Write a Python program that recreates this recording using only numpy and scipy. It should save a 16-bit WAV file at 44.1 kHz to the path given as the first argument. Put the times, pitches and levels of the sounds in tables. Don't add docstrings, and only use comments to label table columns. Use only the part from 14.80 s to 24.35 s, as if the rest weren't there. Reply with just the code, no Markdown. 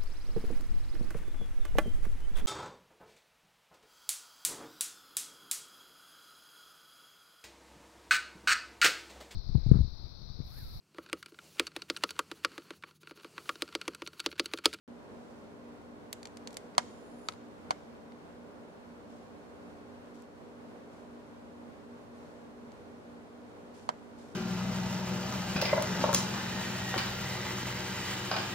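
import sys
import numpy as np
from scipy import signal
from scipy.fft import rfft, irfft, next_fast_len
from scipy.io import wavfile

SR = 44100
rng = np.random.default_rng(int(sys.argv[2]) if len(sys.argv) > 2 else 0)


def put_to_file(sound):
    columns = np.atleast_2d(sound).T
    safe = np.clip(columns, -1, 1)
    whole_steps = np.round(safe * 32767)
    wavfile.write(sys.argv[1], SR, whole_steps.astype(np.int16))


N = 421155
T = np.arange(N) / SR
OPPOSED = np.array([[1], [-1]])
# f/Hz, level/dB
SHELL_SPECTRUM = [(60, -45), (150, -16), (500, 1.5), (800, 6.5), (1300, -10), (2100, 8), (2700, 1),
                  (3300, 4.5), (4500, 3.5), (5500, 3.5), (7500, 6.5), (10000, 1.5), (13000, 0.5),
                  (16000, -9)]


def undb(db):
    return 10 ** (np.asarray(db) / 20)


def unit(x):
    return x / np.sqrt(np.mean(x ** 2))


def over_hz(points, size):
    hz, value = np.transpose(points)
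    return np.interp(np.log(np.fft.rfftfreq(size, 1 / SR) + 1e-3), np.log(hz), value)


def noise(spectrum, size):
    fast = next_fast_len(size)
    phasors = np.exp(2j * np.pi * rng.random((2, fast // 2 + 1)))
    return unit(irfft(phasors * undb(over_hz(spectrum, fast)), fast)[:, :size])


def drift(rate_hz):
    knots = rng.standard_normal(4096)
    return 1.2 * np.interp(T * rate_hz, np.arange(len(knots)), knots)


def band(x, lo_hz, hi_hz, order=2):
    return signal.sosfilt(signal.butter(order, [lo_hz, hi_hz], "band", fs=SR, output="sos"), x)


def fade(t, t60_s):
    return np.exp(-np.log(1000) * t / t60_s)


def ring(t, hz, t60_s, rise_s=0.00096):
    return np.sin(2 * np.pi * hz * t) * fade(t, t60_s) * (1 - np.exp(-t / rise_s))


def ring_modes(t, modes):
    return sum(undb(db) * ring(t, hz, t60_s) * np.array([[1], [right]])
               for hz, db, t60_s, right in modes)


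def knock(t, shudder_db=-24, shudder_t60_s=0.089):
    # f/Hz, level/dB, t60/s, gain right/left
    case_modes = [(169, -28, 0.044, 1.23), (290, -35, 0.036, 4), (615, -21, 0.043, -2.55),
                  (741, -16.5, 0.051, 0.52), (988, -11, 0.044, 0), (1185, -33.5, 0.028, 0.6),
                  (1596, -29.5, 0.064, -2), (2153, -43.5, 0.1, 2), (3070, -34, 0.055, 1),
                  (3260, -25.5, 0.026, 1.5)]
    rock = band(1. * (t == 0), 634, 1180, order=4)
    rock = -OPPOSED * rock / np.abs(rock).max()
    shudder = unit(band(rng.standard_normal((2, len(t))), 530, 1650, order=4))
    shudder *= fade(t, shudder_t60_s) * np.clip(t / 0.001, 0, 1)
    return rock + undb(shudder_db) * shudder + ring_modes(t, case_modes)


def snap(size, spread_s=0.001314, grain_hz=168.6):
    hz = np.fft.rfftfreq(size, 1 / SR)
    delay_s = spread_s * np.interp(hz / grain_hz, np.arange(512), rng.exponential(size=512))
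    phase = -2 * np.pi * np.cumsum(delay_s) * hz[1]
    wave = irfft(undb(over_hz(SHELL_SPECTRUM, size)) * np.exp(1j * phase), size)
    wave[size // 2:] = 0
    return wave / np.sqrt(np.sum(wave ** 2) / (SR / 1000))


def tick(t, bright_hz, rattle_db, side_db=-2.5, rattle_t60_s=0.045):
    rattle = band(noise(SHELL_SPECTRUM, len(t)), 210, 8000) * undb(rattle_db) * fade(t, rattle_t60_s)
    mid, side = np.array([snap(len(t)), snap(len(t))]) + rattle
    lowpass = signal.butter(2, bright_hz, fs=SR, output="sos")
    return signal.sosfilt(lowpass, mid + undb(side_db) * side * OPPOSED)


def button_presses(t, held_hz=4414, held_t60_s=0.0084):
    # t/s, knock/dB, tick/dB, brightness/Hz, button ring/dB, left minus right/dB
    presses = [ (1.9802, -8, -21.5, 7500, -13, -2), (2.9071, -13.5, -28, 5350, -20.5, 0),
               (9.09, -14.5, -31.5, 4800, -25, -3.5)]
    button = ring(t, held_hz, held_t60_s)
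    for start_s, knock_db, tick_db, bright_hz, ring_db, pan_db in presses:
        snapped = undb(tick_db) * tick(t, bright_hz, rattle_db=-4.5)
        shaken = undb(knock_db) * knock(t) + undb(ring_db) * button
        yield start_s, pan_db, snapped, shaken


def button_ticks(t, button_hz=4580, t60_s=0.0066, scatter=0.022, knock_db=-7, full_tick_db=-36):
    # t/s, level/dB, brightness/Hz, left minus right/dB
    touches = [ (1.3282, -31.5, 16000, -1), (1.43, -43, 6960, -2), (1.4543, -37, 5800, 1),
               (1.4715, -45.5, 6500, -3), (1.5704, -44.5, 8800, 0), (1.6733, -35.5, 6950, -3),
               (1.7063, -50, 7000, -3), (1.729, -51, 12000, 5), (1.743, -48.5, 9000, -3),
               (1.769, -33, 10800, -2.5), (1.95, -44.5, 3000, 3), (3.3203, -47, 2500, 3),
               (5.421, -59, 15000, -6), (7.919, -53.5, 6000, 0)]
    for (start_s, db, bright_hz, pan_db), detune in zip(touches, rng.standard_normal(len(touches))):
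        ring_db = 11 + 0.39 * min(db - full_tick_db, 0)
        hardness = min(bright_hz / button_hz, 1) ** 2
        button = hardness * undb(ring_db) * ring(t, button_hz * (1 + scatter * detune), t60_s)
        shaken = undb(knock_db) * knock(t) + button
        snapped = tick(t, bright_hz, rattle_db=-10.5)
        yield start_s, pan_db, undb(db) * snapped, undb(db) * shaken


def lever_return(t, knock_db=2.5, pan_db=1.0):
    # t/s, level/dB
    hits = [(2.4859, -26.5), (2.522, -50), (2.536, -53)]
    # f/Hz, level/dB re hit, t60/s, gain right/left
    lever_modes = [(1294, 2.5, 0.025, 0.7), (2480, -2.5, 0.014, 1), (3900, 8.5, 0.0067, 1.4),
                   (4500, 4.5, 0.0083, 1.4)]
    lever = ring_modes(t, lever_modes)
    for start_s, db in hits:
        snapped = tick(t, bright_hz=5250, rattle_db=-8.5)
        shaken = undb(knock_db) * knock(t) + lever
        yield start_s, pan_db, undb(db) * snapped, undb(db) * shaken


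def clicks():
    t = np.arange(SR // 6) / SR
    airborne, in_case = np.zeros((2, 2, N + len(t)))
    for start_s, pan_db, snapped, shaken in [*button_ticks(t), *button_presses(t), *lever_return(t)]:
        span = slice(int(start_s * SR), int(start_s * SR) + len(t))
        pan = undb(OPPOSED * pan_db / 2)
        airborne[:, span] += pan * snapped
        in_case[:, span] += pan * shaken
    return (band(in_case, 100, 9700) + airborne + wall_reverb(airborne))[:, :N]


def wall_reverb(x, wet_db=-18, t60_s=0.74):
    t = np.arange(SR // 2) / SR
    tail = rng.standard_normal((2, len(t))) * fade(t, t60_s) * np.clip(t / 0.0027, 0, 1)
    tail /= np.sqrt(np.sum(tail ** 2, axis=1, keepdims=True))
    return undb(wet_db) * signal.fftconvolve(band(x, 1500, 10600), tail, axes=1)[:, :x.shape[1]]


def grainy_hisses(grain_db=2.0):
    # t/s, length/s, level/dB before the envelope
    bursts = [(0.363, 0.51, -67.5), (1.353, 0.21, -75), (1.68, 0.12, -73), (4.29, 0.24, -65),
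              (5.336, 0.14, -63), (6.11, 0.15, -67), (7.34, 0.4, -71.5), (8.936, 0.18, -57.5),
              (9.375, 0.31, -63)]
    envelope = np.zeros(N)
    for start_s, length_s, db in bursts:
        corners_s = start_s + np.array([0, .01, 0.36 * length_s, length_s])
        envelope += undb(db) * np.interp(T, corners_s, [0, 0.43, 0.36, 0.028])
    grain = undb(grain_db * drift(300))
    hiss = unit(band(rng.standard_normal((2, N)), 2200, 7800))
    return envelope * grain * hiss


def zoom_motor(on_s=2.06, off_s=2.56, ramp_s=.025, start_db=-76.5, rise_db_per_s=18):
    # f/Hz, width/Hz, level/dB
    barrel_modes = [(4980, 300, -7), (7180, 450, -1.5), (9280, 450, 1)]
    gears = rng.standard_normal((2, N)) * undb(1.7 * drift(200))
    barrel = sum(undb(db) * band(gears, hz - width_hz / 2, hz + width_hz / 2, order=1)
                 for hz, width_hz, db in barrel_modes)
    running = np.clip(np.minimum(T - on_s, off_s - T) / ramp_s, 0, 1)
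    elapsed_s = np.clip(T, on_s, off_s) - on_s
    return unit(barrel) * running * undb(start_db + rise_db_per_s * elapsed_s)


def fan_hum(waver_hz=9., side_gain=0.44):
    # f/Hz, level/dB, unsteadiness/0-1
    tones = [(58, -78, .6), (88.5, -71, .5), (111, -73, .5), (175, -73, .7), (220, -65, .95),
             (236, -61, .8), (240, -58, .45), (292, -61, .3), (360, -71, .4), (409, -64, .4),
             (477, -65.5, .4), (586, -71, .4), (972, -78, .5), (1079, -78, .6), (1438, -83, .6),
             (3778, -93, .3), (4257, -88.5, .3), (4317, -93, .3), (6728, -99, .5)]
    hum = np.zeros((2, N))
    for hz, db, unsteady in tones:
        phase = 2 * np.pi * (hz * T + rng.random())
        cos, sin = np.cos(phase), np.sin(phase)
        mid = np.sqrt(2) * cos + unsteady * (drift(waver_hz) * cos + drift(waver_hz) * sin)
        side = side_gain * (drift(waver_hz) * cos + drift(waver_hz) * sin)
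        hum += undb(db) / np.hypot(1, unsteady) * (mid + side * OPPOSED)
    return hum


def fan_rush(level_db=-52.0, swell_db=0.54, swell_hz=8.9):
    # f/Hz, relative density/dB
    spectrum = [(25, -33), (42, -8), (60, -8), (100, -2), (200, 0), (330, -1.5), (520, 1.5), (800, -4.5),
                (1100, -7), (1270, -10.5), (1450, -10), (1750, -14.5), (3000, -22), (6000, -29.5),
                (9000, -33.5), (15500, -45)]
    # f/Hz, left-right correlation
    likeness = [(60, -0.16), (120, -0.5), (220, 0.67), (380, 0.51), (700, 0.15), (1300, -0.12),
                (2600, -0.3), (7000, -0.0075)]
    size = next_fast_len(N)
    mid, side = rfft(noise(spectrum, size))
    correlation = over_hz(likeness, size)
    bins = mid * np.sqrt(1 + correlation) + side * np.sqrt(1 - correlation) * OPPOSED
    return unit(irfft(bins, size)[:, :N]) * undb(level_db + swell_db * drift(swell_hz))


def scene(fan_pan_db=-0.58):
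    fan = (fan_rush() + fan_hum()) * undb(OPPOSED * fan_pan_db / 2)
    return clicks() + grainy_hisses() + zoom_motor() + fan


def record(dry, open_s=.078, top_hz=15750):
    lowpass = signal.ellip(10, .2, 70, top_hz, fs=SR, output="sos")
    return signal.sosfilt(lowpass, dry * (T >= open_s))


dry = scene()
out = record(dry)
put_to_file(out)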